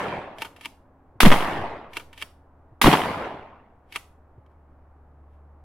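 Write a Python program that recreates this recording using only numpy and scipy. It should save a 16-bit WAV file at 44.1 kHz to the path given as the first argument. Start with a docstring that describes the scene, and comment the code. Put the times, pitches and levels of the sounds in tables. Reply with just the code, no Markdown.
"""A clearing faces a wooded bank; a pump-action shotgun is fired, its first shot already rolling away.
Each blast is a shock front and a low boom that overload the microphone. Targets and trunks reflect it
as distinct slaps, and the wood scatters it into a dying wash. The slide is racked between shots and
pulled open after the last: impact and friction excite the resonances of receiver and barrel.
Underneath lie the shooter's soft footfalls, a far engine, a faint hum and the hush of the open air."""
import sys
import numpy as np
from scipy import signal
from scipy.fft import rfft, irfft, next_fast_len
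from scipy.io import wavfile
from scipy.ndimage import uniform_filter1d

SR = 44100
rng = np.random.default_rng(int(sys.argv[2]) if len(sys.argv) > 2 else 0)


def pcm_store(signal):
    """Save signal as 16-bit PCM."""
    levels = np.round(np.clip(np.atleast_2d(signal), -1, 1) * 32767)
    wavfile.write(sys.argv[1], SR, levels.astype(np.int16).T)


N = 248721
TIME = np.arange(N) / SR
AGE = TIME[:round(1.2 * SR)]   # time since the onset of one event

# left-right coherence of diffuse and of direct sound: (f/Hz, correlation)
FAR_COHERENCE = [(130, 0.99), (290, .99), (640, 0.95), (1400, 0.74), (3100, 0.32), (6800, .1),
                 (15000, 0.22)]
NEAR_COHERENCE = [(130, 1), (640, 0.95), (1400, .86), (3100, 0.56), (6800, 0.13), (15000, .15)]
# spectra of the outdoor hush and rumble: (f/Hz, relative density/dB)
HUSH_SPECTRUM = [(60, -29), (120, -5.5), (200, -4), (290, -4.5), (450, -6), (800, -5), (1100, -9),
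                 (1600, -17.5), (2200, -27.5), (3500, -42), (6000, -54), (10000, -57), (16000, -69)]
RUMBLE_SPECTRUM = [(12, -4.5), (28, -4), (48, -13), (95, -8), (150, -19.5), (400, -59.5)]
# load on the far engine: (t/s, load from 0 to 1)
ENGINE_LOAD = [(0, 0), (2.4, .55), (3.6, .2), (4.3, .66), (4.7, .72), (5.35, 1)]
# thuds as the shooter shifts his weight: (t/s, level/dB, f/Hz)
THUDS = [(1.153, -45, 109), (2.719, -44, 104), (4.377, -39.5, 101)]

# hands and sleeves brush the lowered gun: (t of peak/s, level/dB, swell and decay time/s)
HANDLING = [(4.515, -80, .016), (4.73, -85, .014), (5.34, -79, .04)]
# a loose part clicks: (t/s, level/dB, rattle time/s, low-mode weight/dB)
LOOSE_PART_TICK = (4.4625, -66, .004, -4)
# slide pulled back: (t of rear stop/s, level/dB, relative level of the tumbling shell/dB)
PULLS = [(0.4194, -23, -13), (1.9684, -23.3, -19), (3.9587, -21.3, -40)]
# slide pushed home: (t of front stop/s, level/dB)
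PUSHES = [(0.6564, -26.3), (2.223, -24.3)]
# contacts in a stroke: (t from the stop/s, relative level/dB, rattle time/s, low-mode weight/dB)
PULL_CONTACTS = [(-.0355, -15.5, .0052, -13), (-.0063, -17, .004, 1), (0, 0, .0046, -3),
                 (.0125, -17.5, .004, -2)]   # bolt unlocks, ejector trips, rear stop, rebound
PUSH_CONTACTS = [(-.094, -21, .009, -3), (-.0467, -15, .007, -8), (-.0075, -6.5, .0034, -8),
                 (0, 0, .004, -6.5)]   # lifter rises, shell meets chamber, bolt closes, front stop
# friction as the slide speeds towards a stop: (relative level/dB, swell time/s, decay time/s)
PULL_RUB = (-17, .017, .005)
PUSH_RUB = (-17, .028, .008)
# normal modes of receiver and barrel: (f/Hz, bandwidth/Hz, level/dB)
GUN_MODES = [(310, 42, -6), (464, 74, -5.5), (900, 68, 1), (1220, 113, -.5), (1504, 106, -2),
             (1798, 100, -1.5), (2277, 160, .3), (2746, 133, -1), (2940, 130, -2), (3160, 220, -1.5),
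             (4030, 730, -14.5), (4600, 130, -8.5), (5240, 1100, -17.5), (8000, 2200, -19.5),
             (10660, 1500, -16), (14000, 2500, -25)]
# spectrum of their scatter from nearby brush: (f/Hz, relative density/dB)
BRUSH_SPECTRUM = [(200, 0.5), (900, 0), (3200, -4), (5000, -7.5), (7000, -9), (10500, -8.5), (16000, -16)]

# dense stands of brush and trees that return the blast: (delay/s, level/dB)
THICKETS = [(.06, -13), (.12, -17)]
# ground, targets and trunks that answer every shot alike: (delay/s, level/dB, decay time/s)
REFLECTORS = [(.029, -3.5, .0036), (.0455, -5.5, .005), (.0545, -7.5, .012), (.1015, -9.5, .0026),
              (.1149, -5, .004), (.122, -4, .0022), (.127, -12, .004), (.138, -13, .0045),
              (.158, -16, .002), (.2045, -16, .0016), (.223, -17, .0018), (.2437, -23, .0026),
              (.331, -30, .004)]
# spectra of the parts of a shot: (f/Hz, relative density/dB)
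WOODS_SPECTRUM = [(25, -20), (70, -7.5), (140, -4.5), (280, -4), (480, -2), (750, 2), (1000, 1.5),
                  (1350, -6), (2000, -6.5), (3100, -11), (4000, -17.5), (6800, -25.5), (10500, -19),
                  (16000, -28)]
SLAP_SPECTRUM = [(40, -12), (200, 3), (500, -2), (750, -2), (1020, 4), (1450, -6.5), (2000, -5.5),
                 (2550, -11), (3200, -5), (4000, -20.5), (7000, -29.5), (11000, -31.5), (16000, -35)]
SIZZLE_SPECTRUM = [(40, -7.5), (150, -6.5), (300, -2), (1000, -2.5), (2200, 4.5), (3400, 1.5), (5000, -5),
                   (7500, -10.5), (11000, -5.5), (16000, -14.5)]
CRACK_SPECTRUM = [(60, -33), (300, -19.5), (600, -10), (950, 0), (1900, -1.5), (3200, -6.5), (4500, -15.5),
                  (7000, -25), (11000, -17), (16000, -21)]
# the overloaded microphone swings back to rest: (t/s, amplitude, first half swing/s, decay time/s)
RECOVERY_SWINGS = [(1.232, 0.87, .039, 0.11), (2.846, -0.28, .02, .028)]
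# shots: (t/s, crack level/dB, sizzle level/dB, sizzle decay time/s, boom level/dB, woods level/dB)
SHOTS = [(-0.29, -10, -17, .065, 0, 2.3), (1.2023, -5.5, -15.5, 0.075, 0, 2.3),
         (2.8139, -6, -18, 0.08, -1.5, 1.5)]


def from_db(db):
    """Amplitude ratio of a level in decibels."""
    return 10 ** (np.asarray(db) / 20)


def unit_rms(x):
    """Normalisation to unit power."""
    return x / np.sqrt(np.mean(x ** 2) + 1e-20)


def at_hz(table, hz):
    """Interpolation of a table on a log-frequency axis."""
    f, value = np.transpose(table)
    return np.interp(np.log(np.maximum(hz, 1)), np.log(f), value)


def add(out, sound, onset):
    """Superposition of a sound at an onset in seconds, which may be negative."""
    at = round(onset * SR)
    first, last = max(at, 0), min(at + sound.shape[-1], N)
    out[..., first:last] += sound[..., first - at:last - at]


def coloured(x, spectrum):
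    """Minimum-phase (causal) filtering that conserves the power of white noise."""
    size = 2 * next_fast_len(x.shape[-1])
    gain = unit_rms(from_db(at_hz(spectrum, np.linspace(0, SR / 2, size // 2 + 1))))
    cepstrum = irfft(np.log(gain))[:size // 2]
    cepstrum[1:] *= 2
    return irfft(rfft(x, size) * np.exp(rfft(cepstrum, size)))[..., :x.shape[-1]]


def stereo(pair, coherence):
    """Partial coherence: two independent signals mix to channels alike in bass, apart in treble."""
    size = 2 * next_fast_len(pair.shape[-1] // 2 + 1)
    mid, side = rfft(pair, size)
    alike = np.clip(at_hz(coherence, np.linspace(0, SR / 2, len(mid))), -.999, .999)
    channels = np.sqrt((1 + alike) / 2) * mid + np.sqrt((1 - alike) / 2) * side * [[1], [-1]]
    return irfft(channels)[:, :pair.shape[-1]]


def noise(spectrum, coherence, size):
    """Stationary stereo noise of a given spectrum."""
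    return coloured(stereo(rng.standard_normal((2, size)), coherence), spectrum)


def fluctuation(size, window):
    """Random drift of unit power: a moving average of noise over a window of samples."""
    return unit_rms(uniform_filter1d(rng.standard_normal(size), size=window))


def swell_and_fade(t, swell, fade):
    """Exponential growth to 1 at t = 0, then exponential decay."""
    return np.exp(-np.maximum(-t / swell, t / fade))


def bursts(events, rise_s):
    """Incoherent addition: the envelopes of events (t/s, level/dB, decay time/s) sum in power."""
    power, t = np.zeros(N), AGE[:SR // 8]
    for onset, db, decay in events:
        add(power, (from_db(db) * (1 - np.exp(-t / rise_s)) * np.exp(-t / decay)) ** 2, onset)
    return np.sqrt(power)


def pulses(events, gain_db, edge_hz, order):
    """Band-limited impulses: one at the onset of each event, blunted by a low-pass."""
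    train = np.zeros(N)
    for onset, db, _ in events:
        train[round(onset * SR)] = from_db(db + gain_db)
    return signal.sosfilt(signal.butter(order, edge_hz, fs=SR, output="sos"), train + 1e-18)


def resonance(x, hz, width_hz):
    """Forced response of a damped oscillator with unit peak gain."""
    r = np.exp(-np.pi * width_hz / SR)
    feedback = [1, -2 * r * np.cos(2 * np.pi * hz / SR), r * r]
    return signal.lfilter(np.array([1, 0, -1]) * (1 - r * r) / 2, feedback, x + 1e-18)


def drone(hz, db, octave_db, waver):
    """Slight random frequency modulation of a tone and its octave."""
    phase = 2 * np.pi * np.cumsum(hz * (1 + waver * fluctuation(N, window=3000))) / SR
    return np.sqrt(2) * from_db(db) * (np.sin(phase) + from_db(octave_db) * np.sin(2 * phase))


def open_air(hush_db=-60, rumble_db=-60, hum_hz=270, hum_db=-64.5, hum_fade_db_per_s=2.1):
    """Ambient noise: a steady hush and rumble, with a distant hum that slowly fades."""
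    hum = drone(hum_hz, hum_db - hum_fade_db_per_s * TIME, octave_db=-20, waver=.018)
    hush = from_db(hush_db) * noise(HUSH_SPECTRUM, FAR_COHERENCE, N)
    rumble = from_db(rumble_db) * noise(RUMBLE_SPECTRUM, FAR_COHERENCE, N)
    return hum + hush + rumble


def far_engine(idle_hz=76.2, sag_hz=3.5, idle_db=-67, load_db=16.7):
    """A periodic source that grows louder and slower under load."""
    load = np.interp(TIME, *np.transpose(ENGINE_LOAD))
    return drone(idle_hz - sag_hz * load, idle_db + load_db * load, octave_db=-19, waver=.015)


def footfalls(swell_s=.006, scuff_db=8, scuff_hz=290, scuff_width_hz=180):
    """Heavily damped impacts on soft ground: each a low knock with a dull scuff."""
    out = np.zeros(N)
    envelope = AGE / swell_s * np.exp(1 - AGE / swell_s)
    for onset, db, hz in THUDS:
        scuff = resonance(rng.standard_normal(len(AGE)), scuff_hz, scuff_width_hz)
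        scuff = from_db(scuff_db) * resonance(scuff, scuff_hz, scuff_width_hz)
        add(out, from_db(db) * envelope * (np.sin(2 * np.pi * hz * AGE) + scuff), onset)
    return out


def slide_motion(shell_delay_s=.028, shell_rattle_s=.011, shell_weight_db=2.5):
    """Impact and sliding friction: the contacts and the rub envelope of racking and handling."""
    # the empty shell knocks its way out of the port
    contacts = [(stop + shell_delay_s, db + shell_db, shell_rattle_s, shell_weight_db)
                for stop, db, shell_db in PULLS]
    friction = sum(from_db(db) * swell_and_fade(TIME - peak, span, span) for peak, db, span in HANDLING)
    for strokes, run, rub in (PULLS, PULL_CONTACTS, PULL_RUB), (PUSHES, PUSH_CONTACTS, PUSH_RUB):
        rub_db, swell, fade = rub
        for stop, db, *_ in strokes:
            for offset, contact_db, rattle, weight in run:
                contacts.append((stop + offset, db + contact_db, rattle, weight))
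            friction += from_db(db + rub_db) * swell_and_fade(TIME - stop, swell, fade)
    return contacts + [LOOSE_PART_TICK], friction


def contact_force(contacts, friction, chatter, rattle_db=15):
    """Impulsive and random excitation: each contact strikes and rattles on, and friction adds noise."""
    strikes = pulses(contacts, gain_db=33, edge_hz=4200, order=3)
    rattle = from_db(rattle_db) * bursts(contacts, rise_s=.00092)
    return strikes + np.hypot(rattle, friction) * chatter


def brush_scatter(force, t60_s=.32):
    """Reverberation: the brush around the shooter returns a short bright tail, here of unit power."""
    response = noise(BRUSH_SPECTRUM, FAR_COHERENCE, len(AGE)) * np.exp(-np.log(1000) * AGE / t60_s)
    return unit_rms(signal.fftconvolve(force[:1], response, axes=1)[:, :N])


def pump_action(rub_db=14, rub_weight_db=-9, grain_db=3, low_modes_below_hz=1600, scatter_db=-14):
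    """Modal vibration of receiver and barrel; each contact shakes the low modes by a weight of its own."""
    contacts, friction = slide_motion()
    rub = from_db(rub_db) * friction
    grains = rng.standard_normal((2, N)) * from_db(grain_db * rng.standard_normal(N))
    chatter = stereo(unit_rms(grains), NEAR_COHERENCE)
    high_contacts = [(t, db, rattle) for t, db, rattle, _ in contacts]
    low_contacts = [(t, db + weight, rattle) for t, db, rattle, weight in contacts]
    high_force = contact_force(high_contacts, rub, chatter)
    low_force = contact_force(low_contacts, from_db(rub_weight_db) * rub, chatter)
    direct = np.zeros((2, N))
    for k, (hz, width, db) in enumerate(GUN_MODES):
        force = low_force if hz < low_modes_below_hz else high_force
        direct += (-1) ** k * from_db(db) * resonance(force, hz, width)
    return direct + from_db(scatter_db) * np.std(direct) * brush_scatter(high_force)


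def woods_envelope(wood_db=-21, build_s=.06, thinning_db_per_s=21, edge_s=.45, past_edge_db_per_s=39):
    """Delay grows with range: thickets answer first, then the wood, dying quickly past its far edge."""
    thickets = sum(from_db(db) * swell_and_fade(AGE - delay, .012, .018) for delay, db in THICKETS)
    depth_db = wood_db - thinning_db_per_s * AGE - past_edge_db_per_s * np.maximum(AGE - edge_s, 0)
    return np.hypot(thickets, from_db(depth_db) * (1 - np.exp(-AGE / build_s)))


def woods(trunks_per_s=700, trunk_share=.3, air_db_per_s_khz=6, clump_db=2.5):
    """Scattering and air absorption: trunks return shocks, twigs a wash; long paths lose treble."""
    shape = (2, len(AGE))
    trunks = unit_rms(rng.standard_normal(shape) * (rng.random(shape) < trunks_per_s / SR))
    twigs = rng.standard_normal(shape)
    returns = np.sqrt(trunk_share) * trunks + np.sqrt(1 - trunk_share) * twigs
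    wash = coloured(stereo(returns, FAR_COHERENCE), WOODS_SPECTRUM)
    hz, age, frames = signal.stft(wash, SR, nperseg=512)
    # each clump of trees answers with a colour of its own
    clumps = uniform_filter1d(rng.standard_normal(frames.shape[1:]), size=3, axis=0)
    clumps = unit_rms(uniform_filter1d(clumps, size=7, axis=1))
    colour = unit_rms(from_db(clump_db * clumps))
    absorption = from_db(-air_db_per_s_khz * hz[:, None] / 1000 * age)
    return signal.istft(frames * colour * absorption)[1][:, :len(AGE)] * woods_envelope()


def slaps(scatter_db=-2):
    """Specular reflection: a hard surface returns one blunted shock, trailed by scatter around it."""
    echoes = [(onset + delay, db, decay)
              for onset, *_ in SHOTS for delay, db, decay in REFLECTORS if onset + delay > 0]
    shocks = pulses(echoes, gain_db=17, edge_hz=3500, order=6)
    scatter = stereo(rng.standard_normal((2, N)), NEAR_COHERENCE) * bursts(echoes, rise_s=.00073)
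    return coloured(shocks + from_db(scatter_db) * scatter, SLAP_SPECTRUM)


def bank_boom(start_hz=250, end_hz=142, sink_at_s=.073, sink_s=.004, wander=.23, left_lead_rad=.13,
              peak_s=.068, rise_db_per_s=580, fall_db_per_s=1200, roll_db=-18, roll_decay_s=.048):
    """Low-frequency echo of the bank: unsteady cycles swell, sink in pitch and fall to a soft roll."""
    hz = end_hz + (start_hz - end_hz) * (1 - np.tanh((AGE - sink_at_s) / sink_s)) / 2
    phase = 2 * np.pi * np.cumsum(hz * (1 + wander * fluctuation(len(AGE), window=100))) / SR
    before, after = np.maximum(peak_s - AGE, 0), np.maximum(AGE - peak_s, 0)
    swell = from_db(-rise_db_per_s * before - fall_db_per_s * after)
    roll = from_db(roll_db - rise_db_per_s * before) * np.exp(-after / roll_decay_s)
    return np.sin(phase + np.array([[left_lead_rad], [0]])) * np.hypot(swell, roll)


def microphone_recovery(right_db=.5, right_lag_s=.0017, creep_share=.12):
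    """Relaxation of two overloaded capsules: each slow half swing lasts twice as long as the last."""
    out = np.zeros((2, N))
    for onset, amplitude, half_swing, decay in RECOVERY_SWINGS:
        settling = (1 - creep_share) * np.exp(-(AGE / decay) ** 3)
        creep = creep_share * np.exp(-AGE / (2 * decay))
        swing = amplitude * np.sin(np.pi * np.log2(1 + AGE / half_swing)) * (settling + creep)
        add(out[0], swing, onset)
        add(out[1], from_db(right_db) * swing, onset + right_lag_s)
    return out


def muzzle_blast(crack_db, sizzle_db, sizzle_s, crack_s=.0068, rise_s=.0022, grain_db=.5):
    """A shock front is heard as a hard crack; a bright, spitting sizzle of overload follows it."""
    crack = np.exp(-(AGE / crack_s) ** 4) * noise(CRACK_SPECTRUM, NEAR_COHERENCE, len(AGE))
    spit = unit_rms(from_db(grain_db * fluctuation(len(AGE), window=60)))
    sizzle = np.exp(-AGE / sizzle_s) * spit * noise(SIZZLE_SPECTRUM, FAR_COHERENCE, len(AGE))
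    front = 1 - np.exp(-(AGE / rise_s) ** 2)
    return (from_db(crack_db) * crack + from_db(sizzle_db) * sizzle) * front


def gunfire():
    """Multipath propagation: each shot arrives directly, then from reflectors, bank and woods."""
    out = slaps()
    for onset, crack_db, sizzle_db, sizzle_s, boom_db, woods_db in SHOTS:
        direct = muzzle_blast(crack_db, sizzle_db, sizzle_s)
        add(out, direct + from_db(boom_db) * bank_boom() + from_db(woods_db) * woods(), onset)
    return out


def scene():
    """Linear superposition of all sources and the microphone's recovery swings."""
    return gunfire() + microphone_recovery() + pump_action() + footfalls() + far_engine() + open_air()


def record(dry, ceiling=.8, cutoff_hz=16000):
    """Saturation squashes the blasts, and a steep low-pass cuts the top."""
    squashed = ceiling * np.tanh(dry / ceiling)
    return signal.sosfilt(signal.ellip(10, .2, 80, cutoff_hz, fs=SR, output="sos"), squashed)


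dry = scene()
out = record(dry)
pcm_store(out)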